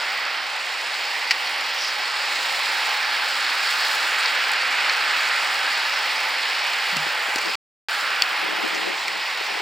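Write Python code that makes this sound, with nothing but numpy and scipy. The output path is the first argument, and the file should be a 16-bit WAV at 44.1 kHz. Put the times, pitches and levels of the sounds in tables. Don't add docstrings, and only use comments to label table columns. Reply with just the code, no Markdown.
import sys
import numpy as np
from scipy import signal
from scipy.fft import rfft, irfft, next_fast_len
from scipy.io import wavfile
from scipy.ndimage import uniform_filter1d

SR = 44100
rng = np.random.default_rng(int(sys.argv[2]) if len(sys.argv) > 2 else 0)


def undo_db(level):
    steps = np.asarray(level, float) / 20
    return 10 ** steps


def wav_out(sig):
    wavfile.write(sys.argv[1], SR, np.round(np.clip(np.atleast_2d(sig).T, -1, 1) * 32767).astype(np.int16))


N = 423801
TIME, SIZE = np.arange(N) / SR, next_fast_len(N, True)
FREQ = np.arange(SIZE // 2 + 1) * SR / SIZE + 1e-3
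TOP_HZ = 15830

# f/Hz, density/dB per Hz
CHAIN = [(1760, -13), (3000, -4.5), (3640, -4), (4560, -1), (5160, -4.5), (5550, -8), (5950, -16),
         (6450, -20), (7430, -14), (8250, -19), (8880, -25.5), (10600, -20.5), (11600, -25.5),
         (15300, -23.5)]
# t/s, tyre level at the kerb/dB, chain effort over tyres/dB, hum of hollow deep rims/dB
BUNCH = [(0, -30, -5.5, 0.5), (.3, -31, -6, 0), (1, -31.5, -4.5, -2), (1.5, -29.5, -4.5, -2.5),
         (2.02, -30.5, -3.5, 0.3), (2.6, -27.5, -4.5, -1.5), (3.3, -28.5, -4, 1.5), (3.9, -27, -4.5, 1),
         (4.6, -27.5, -6, 1.5), (5.3, -25.5, -7, 0.9), (5.9, -27.5, -5.5, 0), (6.4, -28, -5.5, -2),
         (6.75, -27.5, -6, -1), (7.53, -28.5, -6, -0.3), (7.9, -30, -4.5, 3.5), (8.15, -27, -9, 1),
         (8.9, -29.5, -7, -1.5), (9.6, -30, -5.5, -2.5)]


def along(table, hz):
    f, v = np.transpose(table)
    return np.interp(np.log(hz), np.log(np.maximum(f, 1)), v)


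def curves(table):
    s, *columns = np.transpose(table)
    return [np.interp(TIME, s, c) for c in columns]


def unit(x):
    return x / np.sqrt(np.mean(x ** 2))


def shape(x, gain):
    return irfft(rfft(x, SIZE) * gain, SIZE)[..., :N]


def peak(hz, width_hz):
    return 1 / (1 + 1j * (FREQ / hz - hz / FREQ) * hz / width_hz)


def bell(s, half_s):
    return np.exp(-((TIME - s) / half_s) ** 2 / 2)


def walk(rate_hz):
    k = int(SR / rate_hz)
    steps = np.repeat(rng.standard_normal(N // k + 1), k)[:N]
    return unit(uniform_filter1d(uniform_filter1d(steps, k), k))


def ring(s, db, hz, t60_s, rise_s=0.00035):
    t = np.arange(int(t60_s * SR)) / SR
    envelope = undo_db(db - 60 * t / t60_s) * (1 - np.exp(-t / rise_s))
    return int(s * SR), envelope * np.sin(2 * np.pi * hz * t)


def add(out, at, x):
    out[..., at:at + x.shape[-1]] += x[..., :N - at]


def gritty(rate_hz, spread_db, share):
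    size = undo_db(spread_db * np.minimum(rng.exponential(size=N), 3))
    ticks = (rng.random(N) < rate_hz / SR) * rng.choice([-1, 1], N) * size
    return unit(rng.standard_normal(N) + share * unit(ticks))


def ports(x):
    # f/Hz, share/0-1
    likeness = [(60, 0.98), (130, 0.07), (290, 0.63), (640, 0.98), (1410, 0.85), (3100, 1), (6820, 0.94),
                (15000, 1)]
    # f/Hz, level/dB
    lean_db = [(60, -4), (110, 5.5), (200, 2), (380, 3.5), (700, 2.5), (1290, -2), (2380, -3), (4400, 0),
               (8120, -0.5), (15000, 0.5)]
    # f/Hz, phase/rad
    lead_rad = [(0, -0.14), (340, -0.62), (860, -0.63), (3450, 0.43), (4910, -0.16), (5680, 0.33),
                (7670, -0.5), (8350, 0.0), (16100, -0.0)]
    like = np.clip(along(likeness, FREQ), 0, 1)
    shared = rfft(x, SIZE) * np.sqrt(1 + like)
    diffuse = rfft(rng.standard_normal(N), SIZE) * np.sqrt(1 - like)
    lean = undo_db(along(lean_db, FREQ) / 2)
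    turn = np.exp(.5j * along(lead_rad, FREQ))
    return np.array([lean * (shared * turn + diffuse), (shared / turn - diffuse) / lean])


def patchy(spectra, lo_hz, hi_hz, swell_db, near_db, flicker_db):
    out, swell, octave = 0, walk(2.384), np.log2(FREQ)
    centres = np.arange(np.log2(lo_hz), np.log2(hi_hz) + .3, 1 / 3)
    surge = [walk(5) for _ in range(len(centres) // 3 + 2)]
    for k, centre in enumerate(centres):
        part = np.cos(np.pi / 2 * np.clip(3 * (octave - centre), -1, 1)) ** 2
        blend = k % 3 / 3
        near = surge[k // 3] * (1 - blend) + surge[k // 3 + 1] * blend
        level_db = swell_db * swell + near_db * near + flicker_db * walk(14)
        out = out + irfft(spectra * part, SIZE)[:, :N] * undo_db(level_db)
    return unit(out)


def hand():
    # t/s, peak/dB, f/Hz, t60/s
    knocks = [
        (6.964, -25, 224, 0.037),
        (7.068, -30, 330, 0.022),
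        (7.284, -28, 330, 0.016),
        (7.359, -14, 332, 0.0091),
        (7.387, -27, 476, 0.019),
        (8.487, -25, 450, .025),
    ]
    # t/s, peak/dB, f/Hz, t60/s
    strap = [
        (6.925, -32.5, 182, 0.17),
        (6.969, -29, 154, 0.28),
        (6.968, -40, 170, .2),
    ]
    # t/s, peak/dB, f/Hz
    slips = [(6.966, -26, 403), (7.063, -21, 330), (7.458, -23, 350), (7.49, -18.5, 435), (8.319, -27, 330),
             (8.43, -22, 420), (8.459, -24, 400), (8.499, -30, 350), (8.525, -32, 300), (8.585, -27, 330),
             (8.637, -18, 352), (8.658, -18, 350), (8.734, -30, 380), (8.755, -18, 350), (8.793, -19, 330),
             (8.871, -16, 370), (8.903, -17, 400), (8.928, -25, 400), (9.085, -26, 417), (9.409, -20, 398),
             (9.501, -24, 377), (9.572, -21, 450), (9.6, -20, 400)]
    # t of firmest press/s, level/dB
    strokes = [(6.98, -39), (7.47, -30), (8.04, -40), (8.24, -39), (8.45, -28), (8.52, -31), (8.64, -25.5),
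               (8.76, -30), (8.89, -26), (9.09, -34), (9.16, -36), (9.52, -33)]
    press_db_per_s, lift_db_per_s = 222, 201
    overtone, overtone_db = 1.75, -5
    taps, rocks = np.zeros((2, N))
    for s, db, hz, t60_s in knocks:
        add(taps, *ring(s, db + 2.0, hz, max(t60_s, .01), rise_s=0.0014))
    for s, db, hz, t60_s in strap:
        add(taps, *ring(s, db, hz, t60_s, rise_s=0.0023))
    for s, db, hz in slips:
        add(rocks, *ring(s, db + 8.0, hz, 0.024, rise_s=0.0023))
        add(rocks, *ring(s, db + 8.5 + overtone_db, hz * overtone, 0.018, rise_s=.0015))
    press = 0
    for s, db in strokes:
        fall_db = np.maximum(press_db_per_s * (s - TIME), lift_db_per_s * (TIME - s))
        press = press + undo_db(db - fall_db)
    rub_gain = peak(318, 370) ** 2 / (1 + 110 / (1j * FREQ)) ** 2
    rocks += unit(shape(gritty(120, 4.1, 1.2), rub_gain)) * press
    rocking = np.array([[1], [-.4]])
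    stiff = 1 / (1 + 140 / (1j * FREQ)) ** 2
    return shape(taps * undo_db(3.0) + rocking * rocks, stiff)


def scuffs():
    # t/s, half length/s, f/Hz, width/Hz, level/dB
    brushes = [
        (1.844, 0.055, 5040, 1300, -29.5),
        (1.08, .06, 4600, 1100, -36),
        (8.752, 0.0068, 6000, 1500, -35),
        (.12, 0.1, 2020, 150, -34),
        (4.24, .03, 3900, 1700, -33),
        (4.2, 0.011, 7800, 2500, -37),
        (6.969, .0025, 5600, 1200, -32),
        (7.36, .003, 5400, 1800, -30),
        (7.386, .0025, 5800, 1400, -30),
    ]
    out, hiss = 0, rng.standard_normal(N)
    for s, half_s, hz, width_hz, db in brushes:
        out = out + unit(shape(hiss, peak(hz, width_hz) ** 2)) * undo_db(db) * bell(s, half_s)
    return out


def clacks():
    # t/s, clink peak/dB, treble share/dB
    small_clacks = [(0.2508, -17, -22), (1.299, -17, -24.5), (1.4711, -16, -24), (1.6084, -17, -16.5),
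                    (2.3244, -21, -14), (3.2864, -21, -12), (3.7084, -21, -7), (3.9484, -18, -10.5),
                    (4.2048, -13, -25), (4.2194, -19, -22), (4.257, -8.5, -29.5), (4.2794, -17, -24),
                    (4.5164, -19.5, -7.5), (4.534, -22, -11), (4.6205, -14, -23), (4.7247, -14, -25.5),
                    (4.895, -9, -29), (5.2734, -16.5, -20), (6.733, -15, -18), (6.9666, -15, -12.5),
                    (6.9884, -24, -20.5), (7.0344, -25, -14), (7.3578, -12.5, -14), (7.3836, -16, -15.5),
                    (7.4116, -21.5, -15.5), (7.456, -15, -24.5), (8.009, -18, -15), (8.6514, -26, -18.5),
                    (8.7454, -18, -21), (9.08, -10.5, -18.5)]
    # t/s, clink peak/dB, hollow share/dB, treble share/dB, t60/s
    big_clacks = [
        (1.3082, -4.5, 4.5, -21, .045),
        (1.3115, -15, 0, -13.5, 0.032),
        (1.321, -25, -1.5, -25, .12),
        (8.2214, -8, -10, -9, 0.0084),
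    ]
    # f/Hz, width/Hz
    clack_modes = [(2250, 980), (4500, 1270)]
    # f/Hz, peak/dB, t60/s
    pebble = [(2820, 2, 0.0065), (3300, 0, .007), (4500, 0.5, 0.013), (4900, -6, .007), (7400, -9, 0.0046)]
    pebble_s, small_hollow_db, small_t60_s = 8.2215, -1, 0.025
    hollow, clink, snap, ping = np.zeros((4, N))
    t = np.arange(4000) / SR
    small = [(s, db, small_hollow_db, treble_db, small_t60_s) for s, db, treble_db in small_clacks]
    for s, db, hollow_db, treble_db, t60_s in [*big_clacks, *small]:
        fade = undo_db(db - 60 * t / max(t60_s, .004)) * (1 - np.exp(-t / 0.00051))
        burst = rng.choice([-1, 1], len(t)) * fade
        add(clink, int(s * SR), burst)
        add(hollow, int(s * SR), burst * undo_db(hollow_db))
        add(snap, int(s * SR), burst * undo_db(treble_db))
    for hz, db, t60_s in pebble:
        add(ping, *ring(pebble_s, db, hz, t60_s))
    low, high = (peak(hz, width_hz) ** 2 * undo_db(7.5) for hz, width_hz in clack_modes)
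    bright = undo_db(along(CHAIN, FREQ) + 30.0) * (6000 / FREQ) ** 0.78
    bright = bright * np.clip((FREQ - 5400) / 1500, 0, 1) * (FREQ < TOP_HZ)
    ping_cut = 1 / (1 + 600 / (1j * FREQ)) ** 2
    return shape(hollow, low) + shape(clink, high) + shape(snap, bright) + shape(ping, ping_cut)


def drivetrains():
    # t of passing/s, lift/dB, half length/s
    coasters = [(.05, 0.5, .1), (1.8, 0.5, 0.13), (2.4, 2.5, 0.13), (2.75, 1.5, 0.091), (3.4, 2, 0.22),
                (3.87, 2.5, 0.13), (4.2, 0.5, 0.11), (5.55, 1, 0.42), (6.3, 0.8, 0.13), (6.98, 2, .1),
                (7.4, 2.5, 0.18), (7.95, 3.5, 0.077), (8.18, 3.5, 0.16), (8.7, 3, 0.1), (9.3, 1.5, 0.067)]
    whirr_db, sizzle_db, air_db = 3.5, -10.5, -16.5
    sizzle_share, air_share = 0.7, 1
    spectra = ports(gritty(500, 2.9, 0.53)) * undo_db(along(CHAIN, FREQ)) * (FREQ < TOP_HZ)
    first = np.clip((6500 - FREQ) / 600, 0, 1)
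    last = np.clip((FREQ - 8800) / 800, 0, 1)
    hiss_db, effort_db, _ = curves(BUNCH)
    chain_db = hiss_db + effort_db
    lift_db = sum(db * bell(s, half_s) for s, db, half_s in coasters)
    whirr = patchy(spectra * np.sqrt(first), 2430, 7000, 0.24, 0.45, 0.92)
    sizzle = patchy(spectra * np.sqrt(1 - first - last), 5500, 10000, 0.77, 0.67, 0.54)
    air = patchy(spectra * np.sqrt(last), 8000, 16000, .4, .5, .8)
    whirr = whirr * undo_db(chain_db + whirr_db)
    sizzle = sizzle * undo_db(chain_db + sizzle_db + sizzle_share * lift_db)
    air = air * undo_db(chain_db + air_db + air_share * lift_db)
    chatter = undo_db(1.0 * walk(190))
    return whirr + (sizzle + air) * chatter


def tyres():
    # f/Hz, density/dB per Hz
    tread = [(18, -82), (30, -39), (124, -46.5), (277, -22), (367, -21), (526, -12.5), (656, -11.5),
             (851, -3), (941, -6), (1170, -5), (1350, -2.5), (2050, -1.5), (2670, -4), (3600, -12),
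             (4680, -18), (7920, -120)]
    hiss_db, _, hum_db = curves(BUNCH)
    pan_db = -2.5 + 0.13 * TIME
    drone_db = -0.32 * (hiss_db + 26.5)
    spectra = ports(gritty(900, 2.0, 0.35)) * undo_db(along(tread, FREQ))
    rolling = patchy(spectra, 25.1, 5000, 0.38, 0.45, 0.42)
    drone = shape(rolling, np.clip((1250 - FREQ) / 200, 0, 1))
    hum = shape(rolling, np.clip((1850 - FREQ) / 200, 0, 1)) - drone
    rolling = rolling + drone * (undo_db(drone_db) - 1) + hum * (undo_db(hum_db) - 1)
    return rolling * undo_db(hiss_db + 2.0) * undo_db(np.array([pan_db + 5.0, -pan_db + 1.3]) / 2)


def scene():
    clack_pan = np.array([[1.06], [.94]])
    return hand() + scuffs() + clacks() * clack_pan + drivetrains() + tyres()


def roll_off(x):
    return signal.sosfilt(signal.butter(12, 16500, fs=SR, output="sos"), x)


def record(dry):
    dropout_s = 7.5546, 7.8855
    bass_cut = signal.butter(1, 90, "high", fs=SR, output="sos")
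    kept = (TIME < dropout_s[0]) | (TIME > dropout_s[1])
    mix = signal.sosfilt(bass_cut, np.clip(dry, -1, 1)) * kept
    return roll_off(mix)


dry = scene()
out = record(dry)
wav_out(out)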